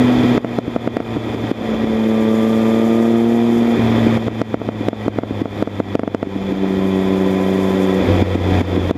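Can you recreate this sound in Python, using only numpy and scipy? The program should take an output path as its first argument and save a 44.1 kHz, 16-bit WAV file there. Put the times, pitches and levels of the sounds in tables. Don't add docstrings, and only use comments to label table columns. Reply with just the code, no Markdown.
import sys
import numpy as np
from scipy import signal
from scipy.fft import rfft, irfft
from scipy.io import wavfile

SR = 44100
rng = np.random.default_rng(int(sys.argv[2]) if len(sys.argv) > 2 else 0)


def put_to_file(sound):
    columns = np.atleast_2d(sound).T
    safe = np.clip(columns, -1, 1)
    whole_steps = np.round(safe * 32767)
    wavfile.write(sys.argv[1], SR, whole_steps.astype(np.int16))


def natural_amplitude(level_db):
    exponent = np.asarray(level_db, float) / 20
    return 10 ** exponent


N = 395577

MID_PER_S = 105


def in_time(rows):
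    start_s, value = np.transpose(rows)
    return np.interp(np.arange(N) / SR, start_s, value)


def butter(x, hz, kind, order=2):
    return signal.sosfilt(signal.butter(order, hz, kind, fs=SR, output="sos"), x + 1e-18)


def drift(rate_hz):
    slow = butter(rng.standard_normal(N + SR), rate_hz, "low")[SR:]
    return slow / slow.std()


def resonance_db(hz, centre_hz, width_hz, peak_db):
    return peak_db / (1 + (2 * (hz - centre_hz) / width_hz) ** 2)


def engine_levels(opening, per_s, rush_db):
    # (dB re rush, for lift dB re pulse; dB per extra firing a second)
    pulse_shut, lift_shut, boom_shut = (-4.5, 0.12), (0.99, -0.11), (12.4, -0.071)
    drone_shut, whine_shut = (9.8, 0.57), (-14.5, 0.054)
    # (dB, dB per extra firing a second, dB gained at full load)
    pulse_open, lift_open, boom_open = (-27, -0.34, 1.23), (7.1, 0.39, 2.5), (-33, 0.03, 5.7)
    drone_open, whine_open = (-16, 0.23, 0.84), (-43, 0.022, 9.8)
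    full_fire = 0.25
    firing = np.clip(opening / full_fire, 0, 1)
    load = np.clip((opening - full_fire) / (1 - full_fire), 0, 1)
    faster = per_s - MID_PER_S

    def shut(law):
        return law[0] + law[1] * faster

    def pulling(law):
        return law[0] + law[1] * faster + law[2] * load

    def blend(law_shut, law_open):
        return (1 - firing) * (rush_db + shut(law_shut)) + firing * pulling(law_open)

    swell_db = load * resonance_db(3 * per_s, 347.4, 22.4, 13.5)
    pulse_db = blend(pulse_shut, pulse_open) + swell_db
    lift_db = (1 - firing) * shut(lift_shut) + firing * pulling(lift_open) - swell_db
    drone = (1 - firing) * natural_amplitude(rush_db + shut(drone_shut)) - firing * natural_amplitude(pulling(drone_open))
    drone_db = 20 * np.log10(np.abs(drone) + 0.031)
    whine_db = blend(whine_shut, whine_open) - load * 0.3 * np.maximum(per_s * 32 / 3 - 1208, 0)
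    return np.maximum(load, 0.033), pulse_db, lift_db, blend(boom_shut, boom_open), drone_db, whine_db


def exhaust(turns, per_s, throttle, pulse_db, lift_db, drone_db):
    cylinder_db = [1.2, -1.8, 0.6]
    # pitch_hz, level_db
    order_colour = [(280, 2.5), (380, -1.5), (460, -5), (570, -11), (680, -13.5), (780, -24.5),
                    (900, -19.5), (1100, -45)]
    # centre_hz, width_hz, level_db
    side_branches = [(475.4, 13, -8.5), (563, 35, 4), (586.3, 16.6, -18), (655, 13, -6), (696, 37, 2),
                     (830, 33, 3)]
    count = int(turns[-1]) + 2
    firings = np.arange(count)
    chance = np.interp(turns, firings, rng.standard_normal(count))
    uneven_db = np.interp(turns, firings, np.resize(cylinder_db, count))
    uneven_db = uneven_db + (2.8 - 2.1 * np.minimum(2 * throttle, 1)) * chance
    phase, lead = 2 * np.pi * turns, 0.3
    upper = 0
    for order in range(3, 11):
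        order_hz = order * per_s
        echo_db = lift_db * (order > 3) * 4 / order
        for branch in side_branches:
            echo_db = echo_db + resonance_db(order_hz, *branch)
        colour_db = np.interp(order_hz, *np.transpose(order_colour))
        upper = upper + natural_amplitude(colour_db + echo_db) * np.cos(order * phase + lead)
    drone = natural_amplitude(drone_db + 0.055 * uneven_db) * np.cos(2 * phase + lead)
    return -natural_amplitude(pulse_db + uneven_db) * upper - drone


def pumping_boom(turns, boom_db):
    return natural_amplitude(boom_db + 0.8 * drift(12) + 1.5 * drift(70)) * np.cos(2 * np.pi * turns - 1.4)


def gear_whine(turns, whine_db):
    phase = 2 * np.pi * turns * 32 / 3
    return natural_amplitude(whine_db + 2.2 * drift(25)) * np.sin(phase + 0.35 * drift(20))


def half_mesh(turns, per_s, load, rush_db):
    # dB re rush, dB per extra firing a second, dB gained at full load
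    mesh_law = (-7.5, -0.5, 3.5)
    level_db = rush_db + mesh_law[0] + mesh_law[1] * (per_s - MID_PER_S) + mesh_law[2] * load
    level_db = level_db + 4.4 * drift(12)
    return natural_amplitude(level_db) * np.sin(2 * np.pi * turns * 16 / 3 + 0.4 * drift(15))


def backfire_rows():
    # start_s, heard peak_db, crack_db re peak, push_db of gain pushed down
    bangs = [(0.379, 0, -25, 19), (0.447, -3.5, -29, 10), (0.5876, 0.2, -27, 15.5),
             (0.7632, -0.5, -30, 12.5), (0.876, -1.7, -29, 13.5), (0.9693, -1.5, -21, 13.5),
             (1.0037, -5.5, -28, 11.5), (1.163, -10, -34, 8), (4.1749, -6.5, -38, 11.5),
             (4.2825, -2.7, -45, 15.5), (4.4166, 0, -25, 19), (4.5433, 0, -30, 17), (4.617, -8, -39, 2.0),
             (4.6896, -2.0, -50, 12), (4.8855, 2, -19, 17), (4.9313, -8, -37, 8), (5.0816, 0, -29, 15),
             (5.1873, -0.3, -31, 16.5), (5.235, -6, -44, 13), (5.457, -6, -37, 13.5),
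             (5.6258, 1, -24, 15.5), (5.675, -6.5, -36, 13.5), (5.8022, 0.5, -38, 16),
             (5.9536, 3.5, -23, 19), (5.9949, -4, -25.5, 16.5), (6.0344, -4, -35, 14.5),
             (6.0776, -4, -31, 15), (6.1478, -0.5, -26.5, 16.5), (6.2295, -2.7, -29, 12.5),
             (8.9109, 1.5, -26, 25)]
    # start_s, heard peak_db,
    # push_db of gain pushed down
    puffs = [(0.2408, -9, -1.5), (0.6808, -11, 8.5), (1.1695, -10, 4), (1.3476, -13.5, 6.5),
             (1.4397, -11.5, 3.5), (1.5155, -6.5, 15.5), (1.615, -18, 2.5), (1.7477, -11.5, 3),
             (1.844, -9, 3.5), (1.8982, -15, 1.5), (3.812, -19, -9), (3.845, -18, -1), (4.069, -7.5, 1),
             (4.81, -12.5, 3.5), (5.0643, -12, 6), (5.31, -12, 9), (5.4185, -7.5, 14.5), (5.8865, -25, 7),
             (6.2718, -16.5, 9.5), (6.3608, -14, 4.5), (6.524, -11, 4), (8.2249, -5, 9),
             (8.3552, -6.5, 10.5), (8.476, -17, 1), (8.6146, -6, 14.5), (8.767, -12, 7.5),
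             (8.7777, -8, 3.5), (8.9552, -18, .1)]
    sharp = [(s, peak_db, crack_db, -13.5, push_db) for s, peak_db, crack_db, push_db in bangs]
    dull = [(s, peak_db, -27, -7.5, push_db) for s, peak_db, push_db in puffs]
    return sharp + dull


def gain_db():
    recovery_s, attack_s = 0.094, 0.006
    t, pushed = np.arange(N) / SR, np.full(N, -99.)
    for start_s, *_, push_db in backfire_rows():
        pushed[round((start_s - 0.0015) * SR)] = np.log(max(push_db, 0.1)) + start_s / recovery_s
    shortfall_db = np.exp(np.maximum.accumulate(pushed) - t / recovery_s)
    r = np.exp(-1 / (attack_s * SR))
    return -signal.lfilter([1 - r], [1, -r], shortfall_db)


def pipe(clicks, soft_hz, low_hz):
    lag = round(0.00417 * SR)
    spike = -butter(clicks, soft_hz, "low", order=3)
    out = spike.copy()
    for trip in range(3):
        delayed = np.concatenate([np.zeros(lag), spike[:-lag]])
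        spike = 0.44 * butter(delayed, 840, "low")
        out += spike
    return butter(out, low_hz, "high")


def silencer_thump(pushes):
    pitch_hz, width_hz = 285, 75
    r, w = np.exp(-np.pi * width_hz / SR), 2 * np.pi * pitch_hz / SR
    return signal.lfilter([0, np.sin(w)], [1, -2 * r * np.cos(w), r * r], butter(pushes, [140, 700], "band"))


def backfires():
    start_s, peak_db, crack_db, thump_db, _ = np.transpose(backfire_rows())
    at = (start_s * SR).round().astype(int)
    true_db = peak_db - gain_db()[at]
    sharp = np.clip(-(thump_db + 7) / 9, 0.1, 1)
    clicks, edges, bursts, pushes = np.zeros((4, N))
    clicks[at - 14] = sharp * natural_amplitude(true_db + 27)
    clicks[at - 64] = -0.25 * clicks[at - 14]
    clicks[at + 51] = rng.uniform(0.2, 0.5, len(at)) * clicks[at - 14]
    edges[at - 6] = natural_amplitude(true_db + crack_db + 30.5)
    bursts[at - 10] = natural_amplitude(true_db + crack_db + 5.5)
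    pushes[at - 100] = (1.1 - 0.8 * sharp) * natural_amplitude(true_db + thump_db + 13)
    fading = signal.lfilter([1], [1, -np.exp(-1 / (0.0011 * SR))], bursts + 1e-18)
    crack = butter(butter(fading * rng.standard_normal(N), 1000, "high"), 3800, "low")
    spikes = natural_amplitude(1.0) * pipe(clicks, soft_hz=742, low_hz=131)
    shock = pipe(edges, soft_hz=2120, low_hz=450)
    return spikes + natural_amplitude(-0.1) * silencer_thump(pushes) + crack + shock


def coloured(x, spectrum):
    # centre_hz, width_hz, level_db
    housing = [(510, 3.8, 10.5), (731, 28, 7), (886, 23, 2), (1000, 17, 7), (1297, 36, 3.5),
               (1493, 23, -14.5), (1921, 24, 10), (2050, 32, 1.5), (2428, 63, 5.5), (2857, 344, -7.5),
               (3130, 31, 6), (3176, 146, 6), (3422, 24, 8.5), (3513, 346, 11), (3660, 79, -2.5),
               (4950, 300, 4.5), (6990, 255, 10), (8240, 190, 5.5), (9280, 270, 6.5), (11640, 590, 4.5)]
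    hz = np.arange(N // 2 + 1) * SR / N + 1
    curve_hz, curve_db = np.transpose(spectrum)
    level_db = np.interp(np.log(hz), np.log(curve_hz), curve_db)
    for mode in housing:
        level_db += resonance_db(hz, *mode)
    return irfft(rfft(x) * natural_amplitude(level_db), N)


def rush(turns, throttle, rush_db):
    # pitch_hz, level_db per Hz
    rush_spectrum = [(30, -6), (70, 0), (150, 2), (300, 15), (700, 3.5), (1400, -4.5), (2400, -4),
                     (4100, -17.5), (6000, -23), (9000, -37.5), (13000, -35), (15600, -48)]
    phase, closed = 2 * np.pi * turns, 1 - throttle
    throb = 1 + 0.1 * np.cos(phase - 0.6)
    flutter = natural_amplitude(0.22 * drift(30) + 0.5 * drift(130))
    noise = coloured(rng.standard_normal(N) * throb * flutter, rush_spectrum)
    hiss = butter(noise, 7000, "high") * natural_amplitude(4.2 * np.tanh(drift(14.5))) * (0.38 + 1.0 * throttle)
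    lumps = natural_amplitude(2.8 * drift(25)) * (1 + 0.5 * np.cos(phase - 1.4))
    rumble = butter(noise, 480, "low", order=1) * lumps * 0.63 * closed
    buffeting = butter(noise, 134, "low") * lumps * 2.0 * closed * natural_amplitude(-0.8 * (rush_db + 29.5))
    unit = butter(noise, [1500, 6000], "band").std()
    return natural_amplitude(rush_db - 3.0) * (noise + hiss + rumble + buffeting) / unit


def scene():
    # start_s, opening (0-1)
    throttle_curve = [(1.5, 0.08), (1.7, 0.22), (1.88, 0.22), (2.1, 0.81), (2.7, 1.0), (3.58, 0.95),
                      (3.68, 0.67), (3.735, 0.74), (3.75, .25), (3.795, 0.03), (6.2, 0.05), (6.4, 0.21),
                      (6.6, 0.21), (6.9, 0.76), (7.95, 0.93), (8.03, 0.22), (8.08, 0)]
    # start_s, firings per second
    speed_curve = [(0.05, 124.3), (1.1, 114.1), (1.7, 111), (2.3, 110.5), (2.7, 112.3), (3.1, 115.0),
                   (3.5, 117.1), (3.7, 116.9), (3.82, 114.6), (4.15, 113.5), (4.7, 108.4), (5.9, 99.3),
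                   (6.4, 96.6), (6.9, 95.3), (7.3, 94.9), (7.7, 95.2), (8.1, 93.6), (8.9, 89.6)]
    # start_s, level_db
    rolling_curve = [(0.05, -26.5), (.36, -26.5), (.45, -30.5), (1.3, -30.5), (1.55, -28.5), (2.1, -31),
                     (2.7, -29.5), (3.3, -32), (3.72, -29.5), (3.82, -27.5), (4.2, -26.5), (4.7, -32.5),
                     (5.6, -30), (6.4, -33), (7.95, -28.5), (8.1, -26.5), (8.7, -25.5), (8.9, -28)]
    opening, per_s, rush_db = in_time(throttle_curve), in_time(speed_curve), in_time(rolling_curve)
    load, pulse_db, lift_db, boom_db, drone_db, whine_db = engine_levels(opening, per_s, rush_db)
    turns = np.cumsum(per_s * (1 + 0.0015 * drift(8))) / SR
    engine = exhaust(turns, per_s, load, pulse_db, lift_db, drone_db) + pumping_boom(turns, boom_db)
    gears = gear_whine(turns, whine_db) + half_mesh(turns, per_s, load, rush_db)
    return (engine + backfires() + gears + rush(turns, load, rush_db))[None]


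def roll_off(x):
    return signal.sosfilt(signal.butter(12, 15710, fs=SR, output="sos"), x)


def record(dry):
    heard = butter(dry, 48, "high") * natural_amplitude(gain_db())
    return roll_off(np.clip(heard, -0.99, 0.99))


dry = scene()
out = record(dry)
put_to_file(out)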